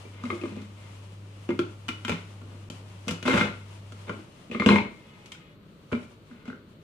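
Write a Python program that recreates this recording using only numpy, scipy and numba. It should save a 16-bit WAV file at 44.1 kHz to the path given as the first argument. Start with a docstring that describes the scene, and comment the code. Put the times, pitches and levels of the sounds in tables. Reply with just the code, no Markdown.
"""Hands fit a hard plastic lid onto a jug on a wooden table, close by: knocks, scrapes and clicks.
Each blow or tiny slip sets jug, lid and table ringing at their own pitches (modes), in a small hard room.
Behind them are soft noises: skin and sleeves rustle as patchy hiss, and room air and town rumble drift.
A wavering mains hum, a sine tone, becomes much fainter part way; a far car horn, a stack of
sines, sounds once. The level dips briefly once."""
import sys
import numpy as np
from scipy import signal
from scipy.fft import rfft, irfft
from scipy.io import wavfile
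from scipy.ndimage import uniform_filter1d
from numba import njit

SR = 44100
rng = np.random.default_rng(int(sys.argv[2]) if len(sys.argv) > 2 else 0)


def persist_wave(psi):
    """Save psi, clipped to +-1, as 16-bit WAV."""
    counts = np.round(np.clip(psi, -1, 1) * 32767).astype(np.int16)
    wavfile.write(sys.argv[1], SR, np.atleast_2d(counts).T)


N = 301194
TIME = np.arange(N) / SR


def undb(db):
    """Turns dB into a gain."""
    return 10 ** (np.asarray(db) / 20)


def unit(x):
    """Scales to an rms (average strength) of 1."""
    return x / np.sqrt(np.mean(x ** 2))


def on_hz(table, hz):
    """Reads a table at any frequency, on a log-frequency axis."""
    f, v = np.transpose(table)
    return np.interp(np.log(np.maximum(hz, 1)), np.log(f), v)


def colour(x, table):
    """Shapes the spectrum of x; unit noise stays at unit power."""
    gain = undb(on_hz(table, np.fft.rfftfreq(x.shape[-1], 1 / SR)))
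    return irfft(rfft(x) * unit(gain), x.shape[-1])


def decay(x, t60_s):
    """Turns each spike into an envelope that falls 60 dB in t60_s."""
    return signal.lfilter([1], [1, -np.exp(-np.log(1000) / (t60_s * SR))], x)


def walk(rate):
    """A slow random drift of rms 1: random levels, each kept 1 / rate seconds, smoothed twice."""
    keep = int(SR / rate)
    steps = np.repeat(rng.standard_normal(N // keep + 1), keep)
    smooth = uniform_filter1d(uniform_filter1d(steps, keep), keep)
    return unit(smooth[:N])


# how alike the left and right noises are: (f/Hz, likeness; 1 = the same, 0 or less = unrelated)
NOISE_LIKENESS = [(60, 0.94), (130, 0.94), (290, 0.91), (640, 0.81), (1410, -1.4), (3100, 0.19),
                  (6820, -0.96), (15000, -0.077)]


def pair(size):
    """Left and right noise from a shared and an opposed part: alike in the bass, little in the treble."""
    alike = np.clip(on_hz(NOISE_LIKENESS, np.fft.rfftfreq(size, 1 / SR)), 0, 1)
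    noises = rfft(rng.standard_normal((2, size)))
    mid, side = noises * np.sqrt([(1 + alike) / 2, (1 - alike) / 2])
    return irfft(np.array([mid + side, mid - side]), size)


# colour of the room air and town rumble: (f/Hz, relative level/dB per Hz)
AIR_TONE = [(12, -39), (20, -20.5), (91, -10), (154, -5.5), (210, -6), (241, -12.5), (310, -11),
            (590, -18.5), (780, -32), (1220, -22.5), (1760, -32), (4420, -33.5), (5850, -69),
            (14700, -46.5), (16000, -65)]
AIR_DB = -52.5


def air():
    """Room air and town rumble: coloured noise whose level drifts slowly."""
    return colour(pair(N), AIR_TONE) * undb(AIR_DB + 0.13 * walk(3.42))


# strength of the hum over time, before its waver: (t/s, rms level/dB)
HUM_LEVEL = [(0, -45), (4.17, -45), (4.3, -64.5)]
HUM_HZ, HUM_WAVER_DB = 100, .6


def hum():
    """A sine at twice the mains frequency; pitch and level waver, and it drops to a faint level."""
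    db = np.interp(TIME, *np.transpose(HUM_LEVEL)) + HUM_WAVER_DB * walk(8.0)
    phase = 2 * np.pi * np.cumsum(HUM_HZ + 0.45 * walk(5.33)) / SR
    return np.sqrt(2) * undb(db) * np.sin(phase)  # sqrt(2) takes rms to peak


# tone of the far horn: (f/Hz, level/dB relative to HORN_DB)
HORN_COLOUR = [(420, -3), (840, 3), (1260, 1), (1700, -4), (2100, 4), (2530, 3), (2950, 3), (3400, 0),
               (4300, -14)]
HORN_S, HORN_LENGTH_S, HORN_FADE_S = 5.03, .55, .06
HORN_HZ, HORN_SAG_HZ_PER_S = 422, 10  # pitch at its start, and how fast it sinks
HORN_DB = -72.5


def horn():
    """A far car horn: a slowly sagging stack whose partials swell apart on the long way in."""
    t = TIME - HORN_S
    phase = 2 * np.pi * np.cumsum(HORN_HZ - HORN_SAG_HZ_PER_S * t) / SR
    edge = np.clip(np.minimum(t, HORN_LENGTH_S - t) / HORN_FADE_S, 0, 1)
    out = 0
    for k in range(1, 11):
        gain = undb(on_hz(HORN_COLOUR, k * HORN_HZ) + 3.5 * walk(25))
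        start = 2 * np.pi * rng.random((2, 1))  # left and right start at different phases
        out = out + gain * np.sin(k * phase + start)
    return out * edge * undb(HORN_DB)


# skin and sleeves moving, before the patchiness and the left-right tilt: (t/s, level/dB)
RUSTLE_LEVEL = [(0, -52.5), (.1, -55.5), (.32, -51.5), (.66, -55), (1.3, -57), (1.63, -56), (2.06, -55),
                (2.3, -56), (3.55, -55.5), (4.45, -56.5), (4.95, -61.5), (5.32, -60.5), (5.58, -70.5),
                (5.88, -62), (6.0, -53), (6.2, -64.5), (6.83, -68.5)]
# colour of that hiss: (f/Hz, relative level/dB per Hz)
RUSTLE_COLOUR = [(350, -18), (600, -0.5), (737, -6.5), (957, -3), (1640, -12), (2950, -8), (3830, -15),
                 (9760, -21), (14700, -42), (16000, -52)]
RUSTLE_PATCHY_DB, RUSTLE_LEFT_DB = 1.7, 1.5  # the second is left minus right


def rustle():
    """Skin and cloth sliding: a fine patchy hiss, a little stronger on the left."""
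    db = np.interp(TIME, *np.transpose(RUSTLE_LEVEL)) + RUSTLE_PATCHY_DB * walk(25.25)
    db = db + RUSTLE_LEFT_DB / 2 * np.array([[1], [-1]])
    return colour(rng.standard_normal((2, N)), RUSTLE_COLOUR) * undb(db)


# time the echoes of the room take to fall 60 dB: (f/Hz, t60/s)
ROOM_FALL = [(100, 0.64), (300, 0.24), (1000, 0.35), (3000, 0.39), (8000, 0.26), (15000, 0.17)]
# strength of those echoes: (f/Hz, level/dB)
ROOM_LEVEL = [(100, -8), (300, -1.5), (1000, -4), (3000, -2), (9000, -1.5)]
ROOM_START_S = 0.0014  # silent until then, full at twice that


def room(x):
    """Echoes of a small hard room: a dense noise tail whose bands each die away at their own pace."""
    size = SR // 2
    t, hz = np.arange(size) / SR, np.fft.rfftfreq(size, 1 / SR)
    noise, tail = rfft(pair(size)), 0
    for centre in 62.5 * 2. ** np.arange(9):
        band = np.clip(1 - np.abs(np.log2(np.maximum(hz, 1) / centre)), 0, 1)
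        fall = unit(undb(-60 * t / on_hz(ROOM_FALL, centre)))
        tail = tail + irfft(noise * band, size) * fall * undb(on_hz(ROOM_LEVEL, centre))
    tail *= np.clip(t / ROOM_START_S - 1, 0, 1)
    return signal.fftconvolve(x, tail / np.sqrt(size), axes=1)[:, :N]


SLIPS_PER_S, SLIP_SPREAD_DB = 1000, 3.5


def slips():
    """Stick-slip: rubbing is dense clicks at random moments, a few of them much larger."""
    clicks = rng.random(N) < SLIPS_PER_S / SR
    size_db = SLIP_SPREAD_DB * np.minimum(rng.exponential(size=N), 3)
    return unit(clicks * undb(size_db))


# scrapes of lid on rim: (start t/s, length t/s, level/dB before the mix below, brightness/dB)
RUBS = [(0.122, 0.48, -54.5, 1.5), (.76, .12, -66.5, 8.5), (2.072, 0.05, -43.5, 7.5),
        (2.4, 0.16, -54.5, -10), (3.08, .08, -51, -1), (3.252, .15, -24.5, -0.5), (4.059, 0.084, -48, -3.5),
        (4.51, 0.042, -49, 8.5), (4.6, .04, -40.5, 2.5), (4.658, 0.085, -24.5, -6.5),
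        (4.95, 0.26, -65.5, 6.5), (5.33, 0.14, -68.5, 8.5), (5.93, 0.056, -54, -4), (6.29, 0.13, -62, 0),
        (6.446, 0.076, -54.5, -0.5)]
# what a scrape excites, in rows body, wall, rim, hiss: (level/dB, share of the brightness)
RUB_MIX = [(0.5, 0), (-5, 0.36), (-5, 1.1), (-14, 0.82)]
SCRAPE_ATTACK_S, SCRAPE_T60_S = 0.014, .3


def scrape_gain(part):
    """Force of the rubbing on one part: it rises, stays and dies away, ending 40 dB down."""
    out = np.zeros(N)
    mix_db, bright_share = RUB_MIX[part]
    for s, length, db, bright_db in RUBS:
        rise = np.clip((TIME - s) / SCRAPE_ATTACK_S, 0, 1)
        fall_db = -60 * np.maximum(TIME - s - length, 0) / SCRAPE_T60_S
        out += rise * (fall_db > -40) * undb(db + mix_db + bright_share * bright_db + fall_db)
    return out


@njit
def ring(x, turn, fade, fade_speed, rise, skew):
    """One mode that swells while the contact lasts, then fades; left and right differ in phase."""
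    y, push, z = np.empty((2, len(x))), 0j, 0j
    for i in range(len(x)):
        push = push * turn * (1 - rise) + rise * x[i] + 1e-18
        z = z * turn * (1 - fade * fade_speed[i]) + push
        y[0, i], y[1, i] = (z * skew).imag, (z * skew.conjugate()).imag
    return y


FAVOUR_DB, FAVOUR_OCTAVES, SCATTER_DB = 18, 0.067, 3  # where a blow lands picks its modes
RUB_FAVOUR_DB = 7.5  # extra push for the modes that rubbing wakes most
# phase skew of a mode between left and right; share of modes that lead on the left
PORTS_RAD_PER_KHZ, PORTS_MOST_RAD, LEFT_FIRST = .8, .65, .7


def nearness(hz, favour_hz):
    """How close a mode lies to the favoured pitch: 1 on it, falling to 0 away from it."""
    return np.exp(-(np.log2(hz / favour_hz) / FAVOUR_OCTAVES) ** 2)


def shell(modes, blow_s, blow_db, favour_hz, rubbing, rub_hz, fade_speed, swell_s):
    """Blows and slips ring one family of modes, with a boost for those near the favoured pitch."""
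    at, slip = (blow_s * SR).astype(int), np.flatnonzero(rubbing)
    hz, db, t60 = np.transpose(modes)
    near = nearness(hz, favour_hz[:, None])
    share = undb(db + FAVOUR_DB * near + SCATTER_DB * rng.standard_normal(near.shape))
    share *= np.where(near > .1, 1, rng.choice([-1, 1], near.shape))
    # the modes together carry the level of the blow
    share *= (undb(blow_db) / np.sqrt(np.sum(share ** 2, axis=1)))[:, None]
    rub_hz = (rub_hz + 0 * TIME)[slip]
    rub = undb(db[:, None] + RUB_FAVOUR_DB * nearness(hz[:, None], rub_hz))
    rub /= np.sqrt(np.sum(rub ** 2, axis=0))
    rise = min(1 / (swell_s * SR), 1.)
    out = np.zeros((2, N))
    for k in range(len(modes)):
        fade, push = np.log(1000) / (t60[k] * SR), np.zeros(N)
        # a steady rub builds up in a mode, so its push is scaled by the loss
        push[slip] = rubbing[slip] * rub[k] * np.sqrt(4 * fade) * rng.choice([-1, 1], len(slip))
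        push[at] += share[:, k]
        skew = min(PORTS_RAD_PER_KHZ * hz[k] / 1000, PORTS_MOST_RAD) * np.sign(LEFT_FIRST - rng.random())
        out += ring(push, np.exp(2j * np.pi * hz[k] / SR), fade, fade_speed, rise, np.exp(1j * skew))
    return out


# knocks: (t/s, low mode level/dB, favoured low mode f/Hz, wall level/dB, rim level/dB,
# favoured rim f/Hz, crack level/dB)
BLOWS = [(0.052, -38.5, 381, -59, -48.5, 2300, -67), (0.2374, -27, 229, -31, -47, 2560, -46),
         (0.2534, -30.5, 234, -50, -39, 2140, -46), (0.3026, -27.5, 391, -22.5, -26.5, 2163, -66),
         (0.3255, -24, 340, -52, -53, 2110, -70), (0.3516, -34, 348, -55, -59, 2150, -49),
         (0.414, -30, 342, -53, -36.5, 2490, -50), (0.4362, -20, 346, -36.5, -39, 2230, -58),
         (0.4548, -29, 345, -35, -55, 2220, -69), (0.522, -31, 206, -61, -57, 2680, -60),
         (0.5653, -32, 222, -56, -61, 2520, -53), (0.6183, -37, 207, -67, -62, 2410, -50),
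         (1.49, -17.5, 338, -33.5, -30.5, 2694, -46), (1.5043, -30, 318, -29.5, -34, 2044, -50),
         (1.5912, -12.5, 336, -22, -26.5, 3234, -35.5), (1.883, -41, 311, -35, -30, 2900, -37),
         (1.8881, -26, 309, -26, -20.5, 2827, -34.5), (2.049, -31, 233, -28, -25.5, 3053, -34.5),
         (2.0813, -25.5, 331.8, -27, -20.5, 2770, -35), (2.0946, -18.5, 294, -23.5, -23, 2430, -33),
         (2.1189, -22.5, 172.6, -26.5, -24, 2800, -45), (2.4163, -43, 230, -47, -63, 2020, -59),
         (2.7006, -32, 183.5, -44, -39, 3180, -37), (3.0719, -26, 201.7, -52, -52, 2470, -48),
         (3.0814, -26.5, 156, -33, -26, 3000, -26.5), (3.0897, -27, 155.4, -30.5, -22, 3007, -51),
         (3.1088, -22.5, 172, -28.5, -38, 2640, -29.5), (3.2272, -32.5, 151, -34, -30.5, 2930, -36.5),
         (3.253, -19.5, 239, -27, -33, 2090, -47), (3.2782, -15.5, 257, -18, -16.5, 2770, -35),
         (3.3067, -29, 90, -20.5, -25, 2110, -54), (3.3395, -14, 179, -18.5, -21, 2050, -50),
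         (3.3764, -20, 303, -16.5, -20, 2090, -41), (3.4109, -18.5, 208, -14, -17, 2070, -40),
         (3.9216, -43, 142, -41, -52, 1910, -45.5), (4.0813, -37, 143, -43, -41, 2330, -62),
         (4.094, -24.5, 188, -25.5, -31.5, 2248, -49), (4.1906, -38, 322, -57, -58, 2850, -65),
         (4.498, -34, 228.5, -59, -54, 2460, -64), (4.5137, -29.5, 192, -45, -30.5, 2600, -50),
         (4.5472, -22, 224, -26.5, -29.5, 2200, -64), (4.5984, -17, 210.6, -24.5, -19.5, 2180, -41.5),
         (4.6203, -19.5, 197, -18, -23, 2170, -57), (4.6614, -5.5, 202, -17, -8.5, 2810, -29.5),
         (4.6885, -10, 192, -10, -13, 2034, -35), (4.705, -9.5, 211, -34, -15, 2570, -46),
         (4.7198, -24, 207, -16, -19, 2120, -63), (4.759, -28, 249, -13, -15.5, 2160, -40),
         (4.7844, -48, 207, -19.5, -21, 2260, -64), (5.259, -63, 171, -68, -55, 2184, -44),
         (5.3194, -68, 366, -59, -37.5, 3150, -37), (5.3492, -63, 186, -46, -48, 2500, -62),
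         (5.917, -37, 294.5, -33, -42, 2300, -58), (5.9217, -19.5, 298, -32, -32, 2810, -47),
         (5.9287, -18, 229, -24.5, -27, 2270, -52.5), (5.9503, -23.5, 235, -36, -36, 2207, -64),
         (6.03, -40.5, 121, -60, -50, 2300, -60), (6.3123, -39.5, 228.7, -48, -62, 2240, -71),
         (6.455, -45, 430, -48, -49, 2250, -57), (6.479, -30, 228.5, -41, -47, 2223, -55),
         (6.501, -34, 304.5, -31.5, -39.5, 1979, -62), (6.5296, -39, 221, -33, -58, 2010, -70)]
# changes in the ringing, each lasting until the next row: (from t/s, favoured wall f/Hz,
# speed of fading as a factor)
RINGING = [(0, 1188, 0.92), (1.4, 1294, 0.7), (1.55, 1395, 1.25), (2.07, 1327, 1.5), (3.2, 1402, 1.33),
           (4.0, 1317, 0.89), (4.4, 1242, 0.86), (4.61, 1293, 1.7), (4.65, 1012, 1.32), (4.71, 950, 1.07),
           (5.2, 1428, 0.86), (5.8, 1404, 1.3), (6.2, 1430, 0.69), (6.49, 1473, 1.85)]
# low modes of the hollow body and the wooden table under it:
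# (f/Hz, relative level/dB, t60/s at fading speed 1)
LOW_MODES = [(82, -27, 0.046), (98.6, 0.5, 0.068), (120, -12, 0.28), (175.4, -8.5, 0.29),
             (188.4, -8.5, 0.071), (207, -1, 0.16), (234.1, 1.5, 0.16), (265.9, -5, 0.23), (317, -3, 0.14),
             (341, 1.5, 0.069), (387.3, -1.5, 0.085), (419, -1, 0.11), (482.5, 1.5, 0.075),
             (566.3, 1.5, 0.049), (637, -13.5, 0.15), (666, -6, 0.05), (789, -4, 0.03)]
# modes of the wall: (f/Hz, relative level/dB, t60/s at fading speed 1)
WALL_MODES = [(938, 3, 0.028), (1061, -1, 0.057), (1169, -4.5, 0.095), (1220, -2.5, 0.042),
              (1368, -3, 0.075), (1452, -2, 0.041), (1480, -1, 0.027), (1629, -2, 0.045),
              (1750, -11.5, 0.028)]
# modes of the rim: (f/Hz, relative level/dB, t60/s at fading speed 1)
RIM_MODES = [(1810, -0.5, 0.072), (1950, 3, 0.035), (2114, 1.5, 0.082), (2188, -2, 0.043),
             (2320, 0.5, 0.064), (2406, -5, 0.096), (2540, 6.5, 0.029), (2767, 4, 0.0081),
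             (2935, 0.5, 0.042), (3127, 0, 0.034), (3463, -6.5, 0.065), (3327, -2.5, 0.025),
             (3516, 1.5, 0.02), (3804, -2.5, 0.025), (4150, -5, 0.042), (4820, -13, 0.025)]
# colour of the cracks and the rubbing hiss: (f/Hz, relative level/dB per Hz)
CRACK_COLOUR = [(710, -20), (1200, -11.5), (1380, -9.5), (1770, -22.5), (2120, -10.5), (2360, -10),
                (2570, -10), (7390, -19.5), (12700, -34.5), (15000, -89)]
RUB_LOW_HZ, RUB_RIM_HZ = 203.2, 2140  # pitches rubbing favours; the wall's comes from RINGING
CRACK_T60_S = 0.036
TICK_DB, TICK_T60_S = -6.5, 0.0029  # the first instant of each crack stands out


def jug():
    """Low, wall and rim modes plus the crack of each hard contact and the hiss of the rubbing."""
    s, low_db, low_hz, wall_db, rim_db, rim_hz, crack_db = np.transpose(BLOWS)
    since, wall_hz, fading = np.transpose(RINGING)

    def value_at(values, t):
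        """Picks the value from the latest row at time t."""
        return values[np.maximum(np.searchsorted(since, t) - 1, 0)]

    fade_speed = value_at(np.clip(fading, .3, 4), TIME)
    slip = slips()
    low_rub, wall_rub, rim_rub = [slip * scrape_gain(part) for part in range(3)]
    # the heavy body answers later than the stiff rim
    out = shell(LOW_MODES, s, low_db, low_hz, low_rub, RUB_LOW_HZ, fade_speed, swell_s=0.0016)
    out += shell(WALL_MODES, s, wall_db, value_at(wall_hz, s), wall_rub, value_at(wall_hz, TIME),
                 fade_speed, swell_s=0.00057)
    out += shell(RIM_MODES, s, rim_db, rim_hz, rim_rub, RUB_RIM_HZ, fade_speed, swell_s=0.00017)
    blows = np.zeros(N)
    blows[(s * SR).astype(int)] = undb(crack_db)
    crack = decay(blows, CRACK_T60_S) + undb(TICK_DB) * decay(blows, TICK_T60_S)
    # the slips, each fading briefly, roughen a steady hiss
    grit = unit(1.1 + unit(decay(slip, t60_s=0.018)))
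    hiss = grit * scrape_gain(part=3)
    return out + colour(pair(N) * (crack + hiss), CRACK_COLOUR)


BOTTOM_HZ = 70


def scene():
    """The jug and lid in their room over air, hum, horn and rustle."""
    parts = jug()
    # small parts radiate little deep bass
    high_pass = signal.butter(4, BOTTOM_HZ, "high", fs=SR, output="sos")
    parts = signal.sosfilt(high_pass, parts + room(parts))
    return parts + hum() + horn() + air() + rustle()


# difference in colour between left and right: (f/Hz, left minus right level/dB)
LEFT_TILT = [(60, 3), (110, 0.5), (200, 0.5), (380, 0.5), (700, 0.5), (1290, 3), (2380, 3.5), (4400, 2),
             (8120, 3.5), (15000, -7)]
CEILING = 1
DROPOUT_S, DROPOUT_LENGTH_S = 2.6904, .0088
TOP_HZ = 15450


def record(dry):
    """Left and right differ in colour; peaks are rounded; the level dips briefly; the top is cut."""
    tilt = on_hz(LEFT_TILT, np.fft.rfftfreq(N, 1 / SR)) / 2
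    x = irfft(rfft(dry) * undb([tilt, -tilt]), N)
    x = CEILING * np.tanh(x / CEILING)
    # seconds outside the dip, negative inside it
    gap = np.abs(TIME - DROPOUT_S - DROPOUT_LENGTH_S / 2) - DROPOUT_LENGTH_S / 2
    x = x * np.clip(gap / .0004, .02, 1)
    return signal.sosfilt(signal.ellip(10, .2, 80, TOP_HZ, fs=SR, output="sos"), x)


dry = scene()
out = record(dry)
persist_wave(out)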